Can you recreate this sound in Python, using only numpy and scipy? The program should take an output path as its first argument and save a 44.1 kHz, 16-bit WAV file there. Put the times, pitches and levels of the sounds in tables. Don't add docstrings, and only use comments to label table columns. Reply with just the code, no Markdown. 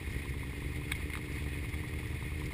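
import sys
import numpy as np
from scipy import signal
from scipy.fft import rfft, irfft
from scipy.io import wavfile

SR = 44100
rng = np.random.default_rng(int(sys.argv[2]) if len(sys.argv) > 2 else 0)


def master(y):
    cut = np.clip(np.atleast_2d(y).T, -1, 1)
    pcm = np.round(cut * 32767)
    wavfile.write(sys.argv[1], SR, pcm.astype(np.int16))


def to_linear_factor(level_db):
    exponent = np.asarray(level_db, float) / 20
    return 10 ** exponent


N = 111573


def rms_one(x):
    return x / np.sqrt(np.mean(x ** 2) + 1e-20)


def noise():
    return rng.standard_normal(N)


def drift(rate_hz):
    r = np.exp(-2 * np.pi * rate_hz / SR)
    wander = signal.lfilter([1], [1, -2 * r, r * r], rng.standard_normal(N + SR))
    return rms_one(wander[SR:])


def train(times_s, level_db):
    out = np.full(N, 1e-18)
    place = np.clip((np.asarray(times_s) * SR).astype(int), 0, N - 1)
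    np.add.at(out, place, to_linear_factor(np.asarray(level_db)))
    return out


def modes(knocks, table):
    out = 0
    for hz, db, t60_s in table:
        r, w = to_linear_factor(-60 / (t60_s * SR)), 2 * np.pi * hz / SR
        out = out + to_linear_factor(db) * signal.lfilter([0, np.sin(w)], [1, -2 * r * np.cos(w), r * r], knocks)
    return out


def resonance(x, hz, width_hz):
    r = np.exp(-np.pi * width_hz / SR)
    gain = (1 - r * r) / 2
    return signal.lfilter([gain, 0, -gain], [1, -2 * r * np.cos(2 * np.pi * hz / SR), r * r], x)


def coloured(spectrum):
    hz, db = np.transpose(spectrum)
    grid = np.fft.rfftfreq(N, 1 / SR) + 1
    gain = to_linear_factor(np.interp(np.log(grid), np.log(hz), db))
    return rms_one(irfft(rfft(noise()) * gain, N))


def puffs(knocks, decay_s):
    return signal.lfilter([1], [1, -np.exp(-1 / (decay_s * SR))], knocks)


def filtered(x, order, hz, kind="low"):
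    return signal.sosfilt(signal.butter(order, hz, kind, fs=SR, output="sos"), x)


# columns f/Hz, level/dB per Hz
RUMBLE_SPECTRUM = [(20, -42), (35, -33), (60, 3), (130, -2), (200, -20.5), (420, -19.5), (560, -39.5),
                   (800, -41)]


def traffic():
    return to_linear_factor(-42.5) * coloured(RUMBLE_SPECTRUM)


# columns f/Hz, level/dB per Hz
HISS_SPECTRUM = [(310, -29), (520, -9), (1090, -5.5), (1440, -12), (2140, -2), (4910, -14), (5900, -22),
                 (7670, -69), (13000, -120)]
# columns f/Hz, width/Hz, level/dB
HISS_PEAKS = [(2134, 146, -51.5), (1898, 200, -55.5), (2476, 116, -57.5), (3405, 52, -66),
              (3740, 50, -68.5)]


def hiss(rasp, chuff):
    hiss_db = -53
    out = coloured(HISS_SPECTRUM) * to_linear_factor(0.4 * drift(27))
    for hz, width_hz, db in HISS_PEAKS:
        narrow = resonance(resonance(noise(), hz, width_hz), hz, 2 * width_hz)
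        out = out + to_linear_factor(db - hiss_db + 2.0 * drift(38)) * rms_one(narrow)
    steady = to_linear_factor(hiss_db + 1.3 * drift(45))
    return out * np.sqrt(steady ** 2 + rasp ** 2 + chuff ** 2)


# t/s, length/s, level/dB, f/Hz
HAND_BRUSH = (.82, .16, -61, 1400)


def brush():
    start_s, length_s, db, hz = HAND_BRUSH
    progress = np.clip((np.arange(N) / SR - start_s) / length_s, 0, 1)
    rub = resonance(resonance(noise(), hz, 410), hz, 690)
    return to_linear_factor(db) * np.sin(np.pi * progress) * rms_one(rub)


# columns t/s, level/dB, f/Hz, rise/s
SWITCH_CLICKS = [(.9150, -31, 2200, .002), (.9190, -23, 2200, .0008), (.9196, -27.5, 3500, .0009),
                 (.9500, -38, 2200, .002), (1.1010, -32.5, 2150, .001), (1.1335, -31.5, 2150, .002),
                 (1.1532, -29, 1450, .00035), (1.1534, -32, 2300, .0004), (1.1728, -30, 1450, .00035),
                 (1.1733, -33, 2400, .0005), (1.439, -37, 2300, .0012)]
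# columns f/Hz, level/dB, t60/s
HOUSING = [(1250, -38, .03), (1700, -27, .016), (2550, -29, .016), (3300, -33, .035), (3750, -34, .035)]


def switch():
    out, t = 0, np.arange(N) / SR
    for start_s, db, hz, rise_s in SWITCH_CLICKS:
        u = np.clip((t - start_s) / rise_s, 0, 40)
        tone = np.sin(2 * np.pi * hz * (t - start_s))
        grit = rms_one(resonance(noise(), hz, hz))
        out = out + to_linear_factor(db) * u * np.exp(1 - u) * (tone + 0.35 * grit)
    loudest_s, snap_s, second_snap_s = SWITCH_CLICKS[1][0] + .001, SWITCH_CLICKS[6][0], SWITCH_CLICKS[8][0]
    out = out + modes(train([loudest_s, snap_s, second_snap_s], [0, -14, -13]), HOUSING)
    return filtered(out, 3, [800, 4300], "band")


# columns t/s, level/dB
VALVE_TICKS = [(0.075, -45), (0.162, -47), (0.253, -40), (0.339, -46), (0.431, -41), (0.53, -43),
               (0.622, -41), (0.718, -43), (0.816, -41), (0.912, -42), (1.003, -43), (1.098, -42),
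               (1.186, -43), (1.281, -39.5), (1.37, -43.5), (1.461, -40.5), (1.551, -47), (1.645, -41),
               (1.739, -42.5), (1.835, -40.5), (1.931, -43), (2.029, -42), (2.129, -42), (2.224, -39.5),
               (2.318, -42.5), (2.416, -39.5), (2.507, -43)]
# columns f/Hz, level/dB, t60/s
VALVE_COVER = [
    (964, -7, 0.046),
    (1062.5, -3.5, 0.034),
    (1199, -10, 0.074),
]
# columns f/Hz, level/dB, t60/s
TWIN_PIPE = [
    (55, -34.5, 0.059),
    (92, -54, .1),
    (125.5, -40, 0.14),
    (177.3, -50.5, 0.48),
    (214.9, -55, 0.26),
]
# columns t/s, level/dB
HARD_FIRINGS = [
    (0.111, 2.5),
    (.292, 2),
    (0.758, -2),
    (0.952, 2),
    (1.319, 2),
    (1.687, 3),
    (1.876, 1),
    (2.069, -2),
    (2.454, 4),
]


def twin():
    second_firing, second_db, spread_db = 0.41, -3, 1
    ticks_s, tick_db = np.transpose(VALVE_TICKS)
    cycle_s = np.gradient(ticks_s)
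    before_s = ticks_s[:1] - (1 - second_firing) * cycle_s[0]
    times = np.concatenate([ticks_s, ticks_s + second_firing * cycle_s, before_s])
    is_second = np.arange(len(times)) >= len(ticks_s)
    power_db = second_db * is_second + spread_db * rng.standard_normal(len(times))
    inside = times < N / SR
    hard = train(*np.transpose(HARD_FIRINGS))
    fire = train(times[inside], power_db[inside]) + 0.5 * hard

    spit_swell = puffs(puffs(hard, 0.0065), 0.0035) / (0.0012 * SR)
    spit = to_linear_factor(-59) * spit_swell * rms_one(resonance(noise(), 4600, 3800))
    tick = 0
    for mode in VALVE_COVER:
        strike_s = ticks_s + rng.uniform(0, .0004, len(ticks_s))
        strike_db = tick_db + rng.normal(0, 1, len(ticks_s))
        tick = tick + modes(train(strike_s, strike_db), [mode])
    tick = to_linear_factor(-0.5) * resonance(tick, 1005, 480)
    exhaust = filtered(modes(fire, TWIN_PIPE), 2, 400)
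    return exhaust + spit + tick, to_linear_factor(-62.5) * puffs(fire, 0.004)


# columns t/s, f/Hz
FOUR_SPEED = [(0.0, 64.56), (0.195, 69.01), (0.389, 69.97), (0.584, 71.34), (0.778, 73.75), (0.973, 72.72),
              (1.168, 74.83), (1.362, 73.4), (1.557, 72.6), (1.752, 74.78), (1.946, 76.39), (2.141, 75.84),
              (2.335, 74.84), (2.53, 76.42)]
# columns level/dB, spread/dB
CYLINDERS = [
    (-1.5, 1.5),
    (0, 1.2),
    (-1.5, 1.3),
    (-15, 3),
]
# columns f/Hz, level/dB, t60/s
FOUR_PIPE = [
    (79, -45.5, 0.038),
    (139.2, -43.5, 0.088),
    (296.7, -41.5, 0.057),
    (356, -40.5, 0.022),
    (439.4, -48.5, 0.044),
]
CATCHES = [0.161, 0.277, 0.449, 0.618, 0.783, 0.892, 1.056, 1.164, 1.271, 1.435, 1.599, 1.762, 1.92, 1.973,
           2.396, 2.449]
MISFIRES = [.058, .176, .292, .435, .52, .604, .632, .715, .824, .933, .974, 1.015, 1.043, 1.151, 1.285,
            1.394, 1.503, 1.613, 1.721, 1.881, 1.986, 2.091, 2.17, 2.197, 2.303, 2.515]


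def four():
    jitter_s, catch_db, misfire_db = 0.00024, 16, -13
    t = np.arange(N) / SR
    phase = 0.28 + np.cumsum(np.interp(t, *np.transpose(FOUR_SPEED))) / SR
    k = np.arange(1, int(phase[-1]) + 1)
    fire_s = np.interp(k, phase, t)
    luck = rng.standard_normal((len(k), 2))
    level_db, spread_db = np.array(CYLINDERS)[k % 4].T
    for times, change_db in (CATCHES, catch_db), (MISFIRES, misfire_db):
        nearest = np.abs(fire_s - np.reshape(times, (-1, 1))).argmin(axis=1)
        level_db = level_db + change_db * np.isin(k, k[nearest])
    fire = train(fire_s + jitter_s * luck[:, 0], level_db + spread_db * luck[:, 1])
    hum = to_linear_factor(-48 + 2.2 * drift(12)) * np.sqrt(2) * np.sin(2 * np.pi * phase)
    exhaust = filtered(modes(fire, FOUR_PIPE), 6, 481.5)
    return exhaust + hum, to_linear_factor(-82) * rms_one(puffs(fire, 0.0046))


def scene():
    near, rasp = four()
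    far, chuff = twin()
    return (traffic() + hiss(rasp, chuff) + brush() + switch() + far + near)[None]


# columns f/Hz, level/dB
TOP_CUT = [
    (15270, 0),
    (15320, -27),
    (16000, -40),
    (16300, -44),
]


def camera(dry):
    hold_hz = 12000
    x = filtered(dry, 18, 5650)
    x = filtered(x, 3, 28, "high")
    sampled = x * (1 + 2 * np.cos(2 * np.pi * hold_hz * np.arange(N) / SR))
    hz = np.fft.rfftfreq(N, 1 / SR)
    droop = np.sinc(hz / hold_hz) * to_linear_factor(np.interp(hz, *np.transpose(TOP_CUT)))
    return irfft(rfft(sampled) * droop, N)


def top_cut(x):
    return signal.sosfilt(signal.butter(12, 16130, fs=SR, output="sos"), x)


def record(dry):
    mix = camera(dry)
    return top_cut(mix)


dry = scene()
out = record(dry)
master(out)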